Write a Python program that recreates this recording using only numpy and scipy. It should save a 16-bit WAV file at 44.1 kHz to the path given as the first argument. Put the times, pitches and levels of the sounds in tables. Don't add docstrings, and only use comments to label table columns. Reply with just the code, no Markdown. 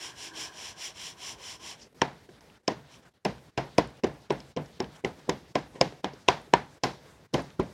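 import sys
import numpy as np
from scipy import signal
from scipy.io import wavfile
from scipy.ndimage import uniform_filter1d

SR = 44100
rng = np.random.default_rng(int(sys.argv[2]) if len(sys.argv) > 2 else 0)


def bounce(signal):
    frames = np.transpose(np.atleast_2d(signal))
    limited = np.clip(frames, -1, 1)
    pcm = np.round(limited * 32767).astype(np.int16)
    wavfile.write(sys.argv[1], SR, pcm)


def voltage_ratio(decibels):
    exponent = np.asarray(decibels, float) / 20
    return 10 ** exponent


N = 340893
SPAN = 4096


def rms1(x):
    return x / np.sqrt(np.mean(x ** 2))


def band(x, hz, width):
    return signal.lfilter(*signal.iirpeak(hz, hz / width, fs=SR), x)


def steep(x, hz, width):
    return band(band(x, hz, 1.68 * width), hz, 1.68 * width)


def soft(x, hz, leak_db):
    return signal.sosfilt(signal.butter(4, hz, fs=SR, output="sos"), x) + voltage_ratio(leak_db) * x


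def peak(x, db):
    return x * voltage_ratio(db) / np.abs(x).max()


def walk(rate):
    hold = int(SR / rate)
    steps = np.repeat(rng.standard_normal(N // 40), hold)[:N]
    return 0.48 * uniform_filter1d(uniform_filter1d(steps, hold), hold)


def add(out, s, hit):
    i = int(s * SR)
    out[i:i + len(hit)] += hit[:N - i]


def strokes(t):
    # fastest at t/s, speeds up/s, slows down/s, hiss/dB, hum over hiss/dB
    swings = [(0.046, 0.1, 0.11, -40.5, -9), (.24, 0.12, 0.1, -41, -10.5), (0.416, 0.11, 0.11, -38.5, -7),
              (.665, 0.2, 0.11, -41.5, -7.5), (0.849, 0.11, 0.092, -38.5, -11.5),
              (1.06, 0.17, 0.11, -40.5, -11), (1.289, 0.15, 0.089, -40, -8.5),
              (1.497, 0.16, 0.12, -42, -9.5), (1.695, 0.13, 0.084, -42, -7.5),
              (1.825, 0.078, 0.037, -53, -25), (2.95, 0.086, 0.04, -54, -5), (3.035, .02, .02, -56.5, -12),
              (4.965, .025, 0.016, -55, -20), (5.19, 0.0088, 0.025, -58, 5), (5.762, .02, 0.057, -62, 10)]
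    # t/s, weight/dB
    weight = [
        (0, -56),
        (.13, -62),
        (.25, -60.5),
        (.43, -53),
        (.53, -65),
        (.75, -75.5),
        (1.198, -71),
        (1.65, -61.5),
        (1.9, -86),
    ]
    hiss_power, hum_power, rim_power = 1.95, 1, .3
    rim_db, rim_eases_s, rim_eased_db = -54, .68, -10
    hiss, hum, rim = np.zeros((3, N))
    for s, rise, fall, db, hum_db in swings:
        away = np.where(t < s, (s - t) / rise, (t - s) / fall)
        speed = np.cos(np.pi / 2 * np.clip(away, 0, 1)) ** 2
        hiss += voltage_ratio(db) * speed ** (hiss_power / 2)
        hum += voltage_ratio(db + hum_db) * speed ** (hum_power / 2)
        rim += voltage_ratio(rim_db + db + 39 + rim_eased_db * (s > rim_eases_s)) * speed ** (rim_power / 2)
    s, db = np.transpose(weight)
    drag = voltage_ratio(np.interp(t, s, db)) * np.clip((s[-1] - t) / 0.046, 0, 1)
    return hiss, hum, drag, rim


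def rub():
    # f/Hz, width/Hz, level/dB
    felt_modes = [(2100, 1530, 0), (2540, 990, 1.5), (3082, 570, 7.5), (3870, 570, 1.5), (4860, 620, -29),
                  (5440, 914, 11), (6740, 680, 2), (7800, 2100, -9.5), (12100, 830, -26),
                  (13600, 1800, -36)]
    hum_modes = [(430, 64, 0), (670, 83, -2.5), (800, 150, 7), (994, 160, 11.5)]
    drag_modes = [(323, 36, 0)]
    rim_modes = [(1590, 150, 0)]
    chance = rng.standard_normal((4, N))
    slips = chance[0] * voltage_ratio(0.8 * rng.exponential(size=N)) * voltage_ratio(2.3 * walk(400))
    hiss_level, *other_levels = strokes(np.arange(N) / SR)
    fast = hiss_level / hiss_level.max()
    hiss = 0
    for hz, width, db in felt_modes:
        ring = voltage_ratio(db + 1.2 * walk(39.75)) * rms1(steep(slips, hz, width))
        hiss = hiss + ring * np.sqrt(width) * fast ** (0.39 * hz / 8000)
    out = hiss_level * hiss / np.sqrt(np.mean(hiss[fast > .5] ** 2))
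    for level, noise, modes in zip(other_levels, chance[1:], (hum_modes, drag_modes, rim_modes)):
        rings = sum(voltage_ratio(db + 1.5 * walk(21)) * rms1(steep(noise, hz, width)) for hz, width, db in modes)
        out = out + level * rms1(rings)
    return out


def room():
    # f/Hz, density/dB per Hz
    spectrum = [(30, -29), (54, -6), (98, -3.5), (239, -6.5), (311, -5.5), (345, -23), (384, -9.5),
                (473, -6.5), (584, -12.5), (1010, -12), (1160, -13), (1250, -10), (2410, -23.5),
                (3670, -20.5), (16000, -41.5)]
    hz, db = np.transpose(spectrum)
    out, swell = 0, walk(2.73)
    for f in 40 * 2 ** np.arange(0, 8.8, .5):
        gain = np.interp(np.log(f), np.log(hz), db) + 2.0 * swell + 7.6 * walk(25)
        out = out + voltage_ratio(gain) * steep(rng.standard_normal(N), f, f / 3)
    return rms1(out) * voltage_ratio(-55)


def crack_rows():
    # t/s, peak/dB, strongest f/Hz, brightness/dB, room send/dB
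    landings = [(2.0164, -9, 1590, -12.5, -3.5), (2.6768, -9.5, 5280, -7.5, -3.5),
                (3.25, -16, 2500, -8, 3.5), (3.5749, -11, 2540, -13, -1.5), (3.7808, -13, 1300, -10.5, 2),
                (3.7832, -21, 2230, -9, 3), (4.0357, -24.5, 2420, -8, 6), (4.0423, -25, 1990, -10, 2),
                (4.3046, -20, 1470, -17, 1.5), (4.564, -22, 4940, -30, -5), (4.8018, -22, 5150, -32, -7),
                (5.0467, -20, 2030, -13, 1.5), (5.294, -14.5, 2020, -8.5, -0.5),
                (5.5537, -15, 2100, -10.5, 1.5), (5.8112, -5.5, 2050, -5, -3.5),
                (6.0433, -20, 3240, -17, 2), (6.2805, -21, 2860, -18.5, 14.5), (6.2846, -5, 1600, -15, -1),
                (6.536, -6.5, 1700, -23, -3), (6.8341, -12, 5340, 2.5, 2.7), (6.8363, -18, 1360, -14, -10),
                (7.336, -33, 3170, 20.5, 11), (7.3414, -22.5, 2830, -13, 7), (7.5975, -26, 1440, -11, 5)]
    # t/s, peak/dB, strongest f/Hz, brightness/dB
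    clicks = [(2.2897, -44, 1640, -21), (2.407, -44.5, 5600, -6), (2.4997, -46, 2500, -25),
              (2.556, -51, 1720, -20), (2.718, -39, 1410, -6), (2.9405, -45, 2520, -16),
              (3.381, -44, 1520, -13), (4.2986, -36, 2970, -6), (4.4022, -37.5, 2940, -2),
              (4.5715, -31, 2860, -21), (4.659, -47, 5470, 0), (4.824, -41, 1680, -7),
              (4.8423, -35, 1620, -20), (5.185, -55, 1430, 8), (5.9234, -43, 1930, -23),
              (6.134, -44.5, 3360, 15), (6.8454, -29, 2100, -2), (7.3804, -32, 1650, -26),
              (7.5028, -43, 1570, -14)]
    click_send_db = 2
    rows = [*landings] + [(*click, click_send_db) for click in clicks]
    return [(s, db, hz, top_db, 1.21 + 0.0134 * (db + 28), send) for s, db, hz, top_db, send in rows]


def cracks():
    # t/s, peak/dB, strongest f/Hz, brightness/dB, fade/ms, room send/dB
    skims = [
        (1.812, -43.5, 5800, 4, 24, -9),
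        (5.752, -43.5, 1900, -26, 12, -9),
    ]
    # f/Hz, width/Hz, level/dB
    rattle = [(1770, 1310, 12.5), (2700, 840, 8), (5070, 730, 11), (6670, 5900, -25), (9300, 12000, -29.5)]
    lead_s = .004
    out, t = np.zeros(N), np.arange(SPAN) / SR
    for row, noise in zip(crack_rows() + [*skims], rng.standard_normal((64, SPAN))):
        s, db, hz, top_db, fade_ms, _ = row
        burst = noise * (1 - np.exp(-t / 0.0024)) * np.exp(-t * 1000 / fade_ms)
        burst = np.roll(burst, int(lead_s * SR)) + voltage_ratio(-41.5) * noise * np.exp(-t / 0.0019)
        case = sum(voltage_ratio(g + (top_db + 11.0) * (f > 4000)) * steep(burst, f, width) for f, width, g in rattle)
        pure = voltage_ratio(14.0 - 0.17 * (db + 14)) * steep(burst, hz, 0.15 * hz)
        add(out, s - lead_s, peak(case + pure, db))
    return out


def thump_rows():
    # t/s, 280-600 Hz peak/dB, 600-1200 Hz peak/dB, strongest f/Hz, room send/dB
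    landings = [(2.019, -11.5, -4.5, 917, 0.5), (2.681, -12.5, -12.5, 716, 4.5),
                (3.251, -17.5, -19.5, 407, 11.5), (3.576, -14.5, -12, 698, 6.5), (3.784, -4, -4.5, 474, 0),
                (4.036, -21, -20, 390, 9.5), (4.04, -13, -21, 374, 5.5), (4.305, -11.5, -13, 402, 3.5),
                (4.564, -15.5, -29, 438, 3), (4.574, -19, -22.5, 496, 6), (4.803, -16, -21, 382, 5.5),
                (5.047, -15, -19.5, 410, 6), (5.291, -10.5, -14, 385, 2.5), (5.556, -12.5, -10, 402, 3),
                (5.812, -7, -6, 517, -0.5), (6.043, -17.5, -15, 514, 4.5), (6.286, -9.5, -0.5, 976, 1.5),
                (6.537, -5, 2, 950, -2.5), (6.835, -16, -12, 285, 9), (7.342, -13, -16.5, 403, 8.5),
                (7.379, -31, -23.5, 283, 9.5), (7.596, -6.5, -13.5, 377, -1.5)]
    # t/s, 280-600 Hz peak/dB, strongest f/Hz, table top/dB
    touches = [(2.289, -36.5, 362, -57), (4.299, -30, 285, -33), (4.793, -39, 347, -49),
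               (5.038, -23, 403, -46), (5.281, -30, 400, -42), (5.746, -42, 619, -57.5),
               (5.757, -31, 640, -38.5), (5.924, -34, 416, -49.5), (5.185, -43, 700, -60),
               (6.136, -35, 417, -43), (6.476, -40.5, 700, -62), (7.337, -19, 450, -32)]
    table_db, touch_upper_db, touch_send_db = -11, -10, -1.5
    rows = [(s, db, up, db + table_db, hz, send) for s, db, up, hz, send in landings]
    return rows + [(s, db, db + touch_upper_db, low, hz, touch_send_db) for s, db, hz, low in touches]


def thumps():
    # f/Hz, level/dB, t60/s
    body = [
        [(82, -9.5, .1), (145.3, 4, 0.14), (178.3, 6, 0.18), (231, -4, 0.1), (229, 13.5, 0.0067)],
        [(293, -4.5, 0.0065), (388, 1.5, 0.037), (487, -4.5, 0.034)],
        [(732, 5.5, 0.016), (866, 2.5, 0.021), (998, 11, 0.032)],
    ]
    edges = (75, 230, 520, 1150)
    early = (3.5, 1.4, 0.54)
    push_ms, lead_ms, lead_db = .55, 4.4, -23
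    main_db, main_t60 = 4.5, 0.067
    out, t = np.zeros(N), np.arange(2 * SPAN) / SR
    for row, noise in zip(thump_rows(), rng.standard_normal((64, 2 * SPAN))):
        s, mid_db, up_db, low_db, hz, _ = row
        push = noise * t ** 2 * np.exp(-t * 1000 / push_ms)
        push = voltage_ratio(lead_db) * push + np.roll(push, int(lead_ms * SR / 1000))
        for k, (group, db) in enumerate(zip(body, (low_db - 4.5, mid_db - 4, up_db - 3))):
            shifts = 1 + .025 * noise[-9 * k - 9:]
            modes = [(f * shift, g, t60) for (f, g, t60), shift in zip(group, shifts)]
            if k == 1 + (hz > 600):
                modes.append((hz, main_db, main_t60))
            blow = 0
            for f, g, t60 in modes:
                mode = np.sin(2 * np.pi * f * t) * np.exp(-np.log(1000) * t / t60)
                blow = blow + peak(signal.fftconvolve(push, mode)[:len(t)], g)
            reach = signal.butter(2, [edges[k], edges[3]], "band", fs=SR, output="sos")
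            add(out, s - (lead_ms + early[k]) / 1000, peak(signal.sosfilt(reach, blow), db))
    return out


def tack():
    # t/s, peak/dB
    ticks = [(2.0177, -36), (2.6787, -37), (3.2494, -26), (3.5752, -33.5), (3.6076, -52), (3.7517, -52),
             (3.7813, -30), (3.874, -47), (4.036, -47), (4.0715, -50), (4.2187, -56), (4.324, -42),
             (4.4018, -55), (5.0398, -54), (5.2927, -32.5), (5.5526, -57), (5.7447, -52), (5.811, -34),
             (6.2838, -26.5), (6.4162, -52), (6.535, -36.5), (6.5713, -54.5), (6.8352, -30), (7.3372, -37),
             (7.4214, -44), (7.594, -41), (7.6314, -50)]
    out, t = np.zeros(N), np.arange(SPAN // 8) / SR
    for (s, db), noise in zip(ticks, rng.standard_normal((64, SPAN // 8))):
        add(out, s, peak(steep(noise * np.exp(-t / 0.0012), 9600, 4000), db + 1.5))
    patter = (rng.random(N) < 70 / SR) * voltage_ratio(3.1 * rng.exponential(size=N))
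    patter = patter * (np.arange(N) > ticks[0][0] * SR)
    return out + voltage_ratio(-54.5) * steep(patter, 9000, 6000)


def tail():
    # f/Hz, width/Hz, early/dB, early t60/s, late/dB, late t60/s
    bands = [(61.4, 13, -34, 0.09, -26, 0.43), (140.6, 13, -17, 0.2, -24, 0.73),
             (181, 114, -13.5, 0.26, -13.5, 0.3), (385, 217, -22.5, 0.096, -35, 0.3),
             (463, 430, -26.5, 0.18, -38.5, 0.41), (730, 170, -25, 0.064, -32.5, 0.16),
             (945, 440, -25.5, 0.062, -30.5, 0.3), (1600, 540, -34.5, 0.14, -39, 0.28),
             (2100, 310, -26.5, 0.04, -37.5, 0.25), (3130, 2800, -28, 0.032, -32, 0.27),
             (4900, 3700, -18, 0.019, -34, 0.38), (9500, 4500, -41, 0.044, -51.5, 0.27)]
    thud_db = 7
    thump, crack, out = np.transpose(thump_rows()), np.transpose(crack_rows()), 0
    flutter = 2.8 * walk(160)
    for hz, width, early_db, early_t60, late_db, late_t60 in bands:
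        if hz < 1800:
            column = 3 if hz < 280 else 1 if hz < 600 else 2
            s, db = thump[0], thump[column] + thump[5] - thud_db * (hz < 280)
        else:
            s, db = crack[0], crack[1] + crack[5] + .6 * crack[3] * (hz > 4000)
        kicks = np.zeros(N)
        np.add.at(kicks, np.minimum((s + 0.0052) * SR, N - 1).astype(int), voltage_ratio(2 * db))
        power = 0
        for g, t60 in ((early_db, early_t60), (late_db, late_t60)):
            power = power + voltage_ratio(2 * g) * signal.lfilter([1], [1, -voltage_ratio(-120 / t60 / SR)], kicks)
        level = np.sqrt(np.abs(uniform_filter1d(power, size=150)))
        lumps = voltage_ratio(0.49 * walk(82) + flutter)
        out = out + level * lumps * rms1(steep(rng.standard_normal(N), hz, width))
    return out


def scene():
    dabs = soft(cracks(), 7830, -35.5) + thumps() + soft(tack(), 10500, -23.5)
    return (rub() + room() + dabs + soft(tail(), 7400, -10))[None]


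def low_pass(x):
    return signal.sosfilt(signal.butter(12, 16370, fs=SR, output="sos"), x)


def record(dry):
    # t/s, stays shut/ms, depth/dB
    gaps = [(.719, 25, -3), (.92, 21, -3), (1.565, 15, -5.5), (1.873, 38, -9), (1.926, 3.2, -14),
            (2.255, 21, -5.5), (2.389, 2.8, -7), (2.575, 88.2, -12), (2.61, 6, -8), (2.998, 39, -6.5),
            (3.088, 33, -14), (3.121, 110.4, -10.5), (3.178, 57.3, -7.5), (3.498, 64.2, -13),
            (3.998, 20.3, -14.5), (4.266, 17, -7), (4.519, 33.2, -10), (4.539, 8.9, -11), (4.777, 1.6, -8),
            (5.004, 20, -11), (5.52, 11, -11.5), (6.008, 7.6, -14), (6.225, 20, -3), (6.779, 40.8, -16.5),
            (7.262, 51, -18), (7.545, 37.8, -4.5)]
    fall_ms, open_ms = 14.3, 3
    t = np.arange(N) / SR
    low_cut = signal.butter(4, 45, "high", fs=SR, output="sos")
    top_cut = signal.ellip(8, .2, 60, 15850, fs=SR, output="sos")
    shut_db = 0
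    for s, hold_ms, db in gaps:
        corners = s + np.cumsum([0, fall_ms, hold_ms, open_ms]) / 1000
        shut_db = shut_db + np.interp(t, corners, [0, db, db, 0])
    heard = dry - 0.55 * band(dry, 1242, 770)
    mix = signal.sosfilt(np.vstack([low_cut, top_cut]), heard) * voltage_ratio(shut_db)
    return low_pass(mix)


dry = scene()
out = record(dry)
bounce(out)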